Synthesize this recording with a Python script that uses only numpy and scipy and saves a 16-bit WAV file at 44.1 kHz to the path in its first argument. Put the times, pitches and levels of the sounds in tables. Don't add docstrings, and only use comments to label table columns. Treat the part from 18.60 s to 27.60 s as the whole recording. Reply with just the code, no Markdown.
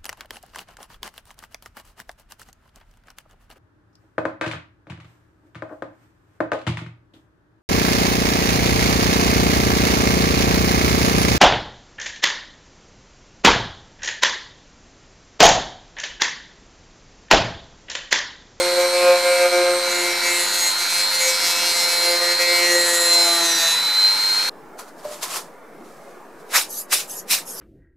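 import sys
import numpy as np
from scipy import signal
from scipy.io import wavfile
from scipy.ndimage import uniform_filter1d

SR = 44100
rng = np.random.default_rng(int(sys.argv[2]) if len(sys.argv) > 2 else 0)


def log_audio(samples):
    frames = np.atleast_2d(samples).T
    limited = np.clip(frames, -1, 1)
    pcm = np.round(limited * 32767).astype(np.int16)
    wavfile.write(sys.argv[1], SR, pcm)


N = 396900

# [f/Hz, likeness from 0 to 1]
LIKENESS = [(60, 0.57), (180, 0.96), (550, 0.89), (1650, 0.82), (4970, 0.7), (15000, 0.73)]
# [f/Hz, level/dB]
ROOM = [(12, -17.5), (25, -17.5), (40, -36.5), (62, -43.5), (100, -48), (140, -13), (170, -10), (254, -8),
        (381, -5), (613, -6), (1130, -10), (1480, -13), (1810, -16.5), (2980, -32), (15500, -38.5)]
ROOM_DB = -43

# [peak t/s, rustle level/dB, rise t/s, fall t/s, body level against rustle/dB]
HANDLING = [(6.192, -35.5, 0.017, 0.078, -2), (6.286, -51, .035, .06, 1), (6.395, -50, 0.068, .1, -4),
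            (6.449, -45, .03, .2, 0), (6.537, -37.5, 0.083, 0.1, -8), (6.631, -23.5, 0.017, 0.064, -8),
            (6.71, -38, 0.026, 0.2, -10), (6.77, -26.5, .15, 0.065, -5), (7.256, -55.5, .1, 0.79, -25),
            (7.51, -63, 0.25, .15, -25.5), (7.803, -56, .06, .1, -28)]
BODY_LIFT_DB = 2.0
# [f/Hz, level/dB]
RUSTLE = [(1060, -41), (1800, -4.5), (2750, -5.5), (4090, -4.5), (4430, -3), (7820, -4.5), (12400, -8.5),
          (15500, -24)]
# [f/Hz, level/dB]
BODY = [(150, -60), (400, -21), (800, -15), (1700, -21), (2600, -36)]
# [f/Hz, width f/Hz, lift level/dB]
BULB_MODES = [(1034, 59, 10), (1320, 130, 11)]
# [peak t/s, level/dB, rise t/s, fall t/s]
TAPS = [(6.454, -27.5, .014, .075), (6.52, -38, 0.1, 0.14)]
HOLLOW_HZ, WOBBLE_WIDTH_HZ = 598, 120.0
TOUCH_SPAN_DB = 25

# [peak t/s, jet level/dB, rise t/s, burst t/s, push after burst t/s, roar level against jet/dB,
#  first-rush level/dB, first-rush lead t/s]
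PUFFS = [(7.962, -12.5, 0.072, 0.0049, 0.051, -14, -16.5, 0.011),
         (8.329, -14, 0.039, 0.0083, 0.069, -14.5, -30.5, 0.0018),
         (8.71, -16, 0.043, 0.03, 0.044, -14, -29, -0.011)]
RISE_DB, SAG_DB, SAG_S, PUSH_DB, FALL_DB, FALL_S = -40, -7.5, 0.025, -11, -37.5, 0.075
RUSH_RISE_S, RUSH_FALL_S = 0.031, 0.062
# [f/Hz, level/dB]
JET = [(1470, -36), (2500, -2), (3140, -9.5), (4010, -2), (4370, -7), (5210, -2.5), (6400, -5), (12000, -7),
       (15500, -18)]
# [f/Hz, level/dB]
ROAR = [(120, -58), (300, -17), (700, -1.5), (1400, 4), (2300, 5.5), (3500, -15)]
# [start t/s, end t/s, level at start/dB, level just before the end/dB]
REFILLS = [(8.107, 8.235, -32.5, -29), (8.498, 8.62, -32, -32.5), (8.876, 9.05, -33.5, -34.5)]
VALVE_OPEN_S, VALVE_CLOSE_S = 0.024, 0.03
# [f/Hz, level/dB]
VALVE = [(880, -65), (1500, -43), (1820, -34), (2170, -35), (2400, -24), (3380, -23), (4350, -17.5),
         (4800, -10.5), (5350, -13), (6380, -6), (9520, -13), (11400, -0.5), (15500, -30)]

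# [t/s, turns f/Hz]
SPEED = [(0.0, 176.66), (0.42, 177.4), (0.6, 176.95), (1.26, 176.8), (1.48, 175.55), (1.94, 175.3),
         (2.1, 174.8), (2.56, 175.3), (2.71, 173.8), (3.45, 173.3), (3.79, 174.65), (4.1, 174.58),
         (4.59, 171.44), (4.82, 169.24), (4.99, 166.6), (5.12, 165.54), (5.55, 173.05), (5.88, 176.36)]
# [t/s, level/dB]
WHINE = [(0.0, -29.5), (1.24, -35), (1.41, -29), (1.71, -44), (1.78, -25), (1.94, -29), (2.03, -22.5),
         (2.24, -28.5), (2.42, -22.5), (2.81, -30), (3.27, -23), (4.2, -22), (4.33, -28.5), (4.55, -14.5),
         (4.68, -20), (4.97, -23.5), (5.15, -19.5), (5.23, -23), (5.47, -12), (5.54, -22), (5.71, -19.5),
         (5.88, -26)]
LOWER_DB, TRADE, WAVER_DB = -34, 0.8, 1.44
# [shaft order, offset in mains ripples, early level/dB, late level/dB]
MOTOR = [(24, 1, -42, -37), (24, -2, -35, -45), (24, 2, -45, -44), (48, 0, -36, -49), (72, 0, -56, -49),
         (71, 0, -58, -50), (22, 0, -42, -38), (23, 0, -39, -38), (25, 0, -43, -40), (26, 0, -44, -43),
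         (12, -1, -46, -50), (18, 0, -50, -44), (21, 0, -48, -46), (29, 0, -50, -49)]
RIPPLE_HZ, CUT_S = 100.2, 5.895
# [f/Hz, level/dB]
BRUSHES = [(120, -52), (200, -21.5), (769, -10.5), (906, -3.5), (1150, -14.5), (1400, -2), (2130, -8.5),
           (2700, -13.5), (3680, -7), (4110, -6), (4670, -7), (12700, -16), (15500, -39)]
BRUSH_DB = -27.0
# [f/Hz, width f/Hz, lift level/dB]
CABINET = [(995, 66, 9.5), (1340, 69, 3.5), (2350, 680, 6.5), (4030, 200, 3)]
# [f/Hz, level/dB]
GRIT = [(300, -30), (1000, -12), (3000, -12), (5000, -2), (7500, 0), (9500, -6), (11000, -3), (15600, -20)]
# [t/s, order 2 level/dB, order 3 level/dB, order 4 level/dB]
PRESSING = [(0.0, -30.5, -21.5, -36.5), (0.22, -31, -17.5, -30), (0.36, -33, -18.5, -32.5),
            (0.48, -31.5, -15, -24), (0.77, -41.5, -17.5, -31), (0.86, -29.5, -17, -27),
            (1.14, -27, -17.5, -30), (1.27, -39, -24.5, -36.5), (1.4, -31, -33, -36), (1.72, -36, -33, -42),
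            (2.19, -50, -49, -44), (2.67, -52, -28.5, -49), (2.84, -45, -38, -42),
            (3.3, -50.5, -35.5, -40.5), (3.55, -33, -25.5, -34.5), (3.64, -39, -27, -32),
            (3.69, -38, -26.5, -43), (3.82, -37.5, -26, -36.5), (4.0, -35, -28.5, -38.5),
            (4.15, -30, -23.5, -38), (4.43, -38, -28.5, -38.5), (4.78, -32.5, -41, -27.5),
            (4.98, -38, -45, -43.5), (5.04, -60, -42, -32.5), (5.22, -62, -51, -57), (5.88, -56, -62, -68)]
SHAKE_DB = 1.65
BUZZ_DB, BUZZ_REST_DB = 0.5, -40.5
# [t/s, ring level/dB, scrape base level/dB]
RUBBING = [(0.0, -31.5, -34.5), (0.55, -26, -32), (0.94, -25, -33), (1.15, -31, -42), (1.33, -28.5, -30),
           (1.51, -26, -31), (1.69, -22.5, -25.5), (1.95, -34, -26.5), (2.07, -28.5, -24.5),
           (2.33, -31.5, -27), (2.63, -25, -21.5), (2.73, -26.5, -23.5), (2.9, -31.5, -24),
           (3.32, -28.5, -26), (3.65, -28.5, -29.5), (3.82, -22, -26.5), (4.15, -22, -25.5),
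           (4.59, -31.5, -24.5), (5.11, -30.5, -24), (5.22, -38.5, -37.5), (5.88, -38, -37)]
# [t/s, ring f/Hz, scrape f/Hz]
SPOT = [(0.0, 2140, 5700), (0.48, 2340, 5600), (1.2, 2240, 5700), (1.36, 2150, 7040), (1.57, 2140, 5200),
        (1.72, 2140, 7080), (2.08, 2000, 6700), (2.29, 2300, 6130), (2.52, 2150, 5300), (2.62, 2210, 6900),
        (2.74, 2160, 5200), (3.1, 2270, 5500), (3.66, 1980, 5350), (4.0, 2160, 5250), (4.18, 1900, 7100),
        (4.4, 1840, 7700), (4.62, 2170, 7000), (4.94, 1820, 6000), (5.12, 1830, 6230), (5.25, 2220, 5500)]
RING_WIDTH_HZ, SCRAPE_WIDTH_HZ = 610, 800
# [f/Hz, level/dB]
SCRAPE = [(2500, -1.5), (3000, -11), (3500, -0.5), (4000, -14), (4400, -1.5), (5100, -3), (5500, -7.5),
          (8000, -2.5), (9300, -10), (10000, -9), (10900, -4.5), (11600, -17), (13000, -10), (15300, -21)]
BIT_HZ, BIT_WIDTH_HZ, BIT_LIFT_DB, BIT_DB_PER_KHZ = 10900, 1400, 2.5, 3.0
# [deepest t/s, drop level/dB, fade t/s]
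LIFTS = [(0.157, 6, 0.077), (0.315, 8.5, .07), (0.619, 8, 0.095), (0.786, 1, .045), (0.91, 12, 0.05),
         (1.05, 0.5, .07), (1.217, 5.5, 0.12), (1.61, 7, 0.091), (1.9, 4, 0.09), (2.162, 14, 0.087),
         (2.27, 5, 0.11), (2.5, 13.5, 0.099), (2.585, 8, 0.057), (2.788, 6.5, 0.076), (3.09, 1.5, 0.24),
         (3.393, 3, 0.092), (3.6, 10, 0.043), (3.779, 13, 0.057), (3.868, 5, 0.031), (4.075, 1, .06),
         (4.26, 3.5, 0.065), (4.78, 2, 0.1)]
LIFT_SHARES = [0.78, 1, 1, 1, 0.79]
RETURN = 0.45

OFFSET, EDGE_HZ = -.0029, 15660

TOOL_N = round(CUT_S * SR)
TOOL_T = np.arange(TOOL_N) / SR
SLOW_T = np.arange(0, CUT_S + .01, .01)


def gain_of(db):
    return 10 ** (np.asarray(db) / 20)


def evened(x):
    return x / np.sqrt(np.mean(x ** 2) + 1e-20)


def read(points, hz):
    f, value = np.transpose(points)
    return np.interp(np.log(hz + 1), np.log(f + 1), value)


def columns(rows, t):
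    s, *values = np.transpose(rows)
    return [np.interp(t, s, v) for v in values]


def bump(hz, centre_hz, width_hz):
    return 1 / (1 + (2 * (hz - centre_hz) / width_hz) ** 2)


def wander(count, length, size):
    raw = rng.standard_normal((count, length))
    return evened(uniform_filter1d(uniform_filter1d(raw, size), size))


def noise(shape, modes=(), patchy_db=0.5, size=512):
    frames, hz = 4 * N // size + 5, np.fft.rfftfreq(size, 1 / SR)
    a, b, c, d, patches = rng.standard_normal((frames, len(hz), 5)).T
    patches = uniform_filter1d(patches, size=6, axis=0)
    patches = evened(uniform_filter1d(patches, size=12, axis=1))
    db = read(shape, hz) + sum(lift * bump(hz, f, w) for f, w, lift in modes)
    same = np.clip(read(LIKENESS, hz), -1, 1)[:, None]
    left = a + 1j * b
    right = same * left + np.sqrt(1 - same ** 2) * (c + 1j * d)
    spectrum = np.array([left, right]) * gain_of(db[:, None] + patchy_db * patches)
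    return evened(signal.istft(spectrum, nperseg=size, noverlap=3 * size // 4)[1][:, :N])


def envelope(tables, column=0):
    t, out = np.arange(N) / SR, np.zeros(N)
    for rows in tables:
        values = columns(rows, t)
        inside = np.minimum(t - rows[0][0], rows[-1][0] - t)
        edge = np.clip(inside / .004 + .5, 0, 1)
        out += edge * gain_of(values[0] + (values[column] if column else 0))
    return out


def touches(rows):
    low = 2 * TOUCH_SPAN_DB
    return [[(s - 2 * rise, db - low, *more), (s, db, *more), (s + 2 * fall, db - low, *more)]
            for s, db, rise, fall, *more in rows]


def room():
    return gain_of(ROOM_DB) * noise(ROOM, patchy_db=2.5, size=2048)


def hollow_note():
    smoothing = [1, -np.exp(-np.pi * WOBBLE_WIDTH_HZ / SR)]
    wobble = evened(signal.lfilter([1], smoothing, rng.standard_normal(N)))
    tone = np.sqrt(2) * np.cos(2 * np.pi * HOLLOW_HZ * np.arange(N) / SR)
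    return envelope(touches(TAPS)) * (1 + .35 * wobble) * tone


def handling():
    grain = gain_of(1.0 * wander(count=1, length=N, size=60))
    curves = touches(HANDLING)
    body = gain_of(BODY_LIFT_DB) * envelope(curves, column=1) * noise(BODY, BULB_MODES)
    rustle = envelope(curves) * noise(RUSTLE, patchy_db=1.0)
    return grain * (rustle + body) + hollow_note()


def squeeze(s, db, rise, burst, push):
    end = s + burst + push
    return [(s - 1.7 * rise, db + 1.5 * RISE_DB), (s - rise, db + RISE_DB), (s, db), (s + burst, db),
            (s + burst + SAG_S, db + SAG_DB), (end, db + PUSH_DB), (end + FALL_S, db + FALL_DB)]


def puffs():
    jet = envelope([squeeze(*row[:5]) for row in PUFFS]) * noise(JET, patchy_db=1.5, size=256)
    roars = [squeeze(s, db + under, *times) for s, db, *times, under, _, _ in PUFFS]
    rushes = touches([(s - lead, db, RUSH_RISE_S, RUSH_FALL_S) for s, *_, db, lead in PUFFS])
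    roar = (envelope(roars) + envelope(rushes)) * noise(ROAR, patchy_db=3.0, size=256)
    return jet + roar


def refills():
    curves = [[(a - VALVE_OPEN_S, first_db - 14), (a, first_db), (b - .02, last_db),
               (b, last_db - 12.0), (b + VALVE_CLOSE_S, last_db - 27)]
              for a, b, first_db, last_db in REFILLS]
    return envelope(curves) * noise(VALVE, patchy_db=4.0)


def blower():
    flutter = gain_of(0.5 * wander(count=1, length=N, size=40))
    return flutter * puffs() + refills()


def contact():
    lifted = sum(drop * np.interp(SLOW_T, [s - fade, s, s + RETURN * fade], [0, 1, 0])
                 for s, drop, fade in LIFTS)
    levels = columns(PRESSING, SLOW_T) + columns(RUBBING, SLOW_T)
    *thump, ring, scrape = levels - np.outer(LIFT_SHARES, lifted)
    chatter = 1.3 * wander(count=1, length=len(SLOW_T), size=2)[0]
    return thump, ring, scrape + chatter


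def wheel_lines(thump, ring, scrape):
    buzz = 20 * np.log10(np.hypot(gain_of(thump[2] + BUZZ_DB), gain_of(BUZZ_REST_DB)))
    ring_hz, scrape_hz = columns(SPOT, SLOW_T)
    bit_db = BIT_LIFT_DB + BIT_DB_PER_KHZ * (scrape_hz - scrape_hz.mean()) / 1e3
    order = np.arange(89)[:, None]
    hz = order * columns(SPEED, SLOW_T)[0]
    drift_db = np.clip(order / 6, 3.2, 4.5) * wander(count=len(order), length=len(SLOW_T), size=9)
    drift = gain_of(drift_db)
    buzz_shape = (order > 4) * (order < 10)
    ring_shape = (order > 9) * (order < 18) * (bump(hz, ring_hz, RING_WIDTH_HZ) ** 2 + .06)
    colour = gain_of(read(SCRAPE, hz) + bit_db * bump(hz, BIT_HZ, BIT_WIDTH_HZ))
    scrape_shape = (order > 14) * colour * (1 + 1.8 * bump(hz, scrape_hz, SCRAPE_WIDTH_HZ))
    groups = [(buzz, buzz_shape), (ring, ring_shape), (scrape + 1.5, scrape_shape)]
    levels = sum(gain_of(db) * drift * shape / np.linalg.norm(drift * shape, axis=0)
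                 for db, shape in groups)
    levels[2:5] = gain_of(thump + SHAKE_DB * wander(count=3, length=len(SLOW_T), size=3))
    return [(k, 0, levels[k]) for k in range(2, len(order))]


def whine_lines():
    waver = WAVER_DB * wander(count=1, length=len(SLOW_T), size=2)[0]
    whine_db = columns(WHINE, SLOW_T)[0] + waver
    swell_db = whine_db - uniform_filter1d(whine_db, size=50)
    lower_db = LOWER_DB - TRADE * np.clip(swell_db, -5.5, 12)
    return [(24, 0, gain_of(whine_db)), (24, -1, gain_of(lower_db))]


def motor_lines():
    wavers = 2.17 * wander(count=len(MOTOR), length=len(SLOW_T), size=8)
    return [(k, m, gain_of(np.interp(SLOW_T, [1.3, 1.8], [early, late]) + waver))
            for (k, m, early, late), waver in zip(MOTOR, wavers)]


def tones(lines, turns, ripples, side=0.22):
    out = np.zeros((2, TOOL_N))
    for (k, m, level), (start, tilt) in zip(lines, rng.random((len(lines), 2))):
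        shift = side * min(k / 8, 1) * (2 * tilt - 1) * np.array([[-1], [1]])
        angle = 2 * np.pi * (k * turns + m * ripples + start) + shift
        out += np.sqrt(2) * np.interp(TOOL_T, SLOW_T, level) * np.cos(angle)
    return out


def brushes(ripples):
    sparks = gain_of(BRUSH_DB) * (1 + .4 * np.cos(2 * np.pi * ripples))
    return sparks * noise(BRUSHES, CABINET, patchy_db=.7, size=1024)[:, :TOOL_N]


def grit(turns, scrape):
    bites = 1 + np.cos(2 * np.pi * turns)
    level = gain_of(np.interp(TOOL_T, SLOW_T, scrape) - 10)
    return level * bites * noise(GRIT)[:, :TOOL_N]


def tool():
    turns = np.cumsum(columns(SPEED, TOOL_T)[0]) / SR
    ripples = RIPPLE_HZ * TOOL_T
    thump, ring, scrape = contact()
    lines = wheel_lines(thump, ring, scrape) + whine_lines() + motor_lines()
    out = tones(lines, turns, ripples) + brushes(ripples) + grit(turns, scrape)
    return np.pad(out, ((0, 0), (0, N - TOOL_N)))


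def scene():
    return room() + handling() + blower() + tool()


def record(dry):
    tilted = dry * gain_of([[-.15], [.15]])
    low_pass = signal.firwin(1023, EDGE_HZ, window=("kaiser", 9), fs=SR)
    return OFFSET + signal.oaconvolve(tilted, low_pass[None], "same")


dry = scene()
out = record(dry)
log_audio(out)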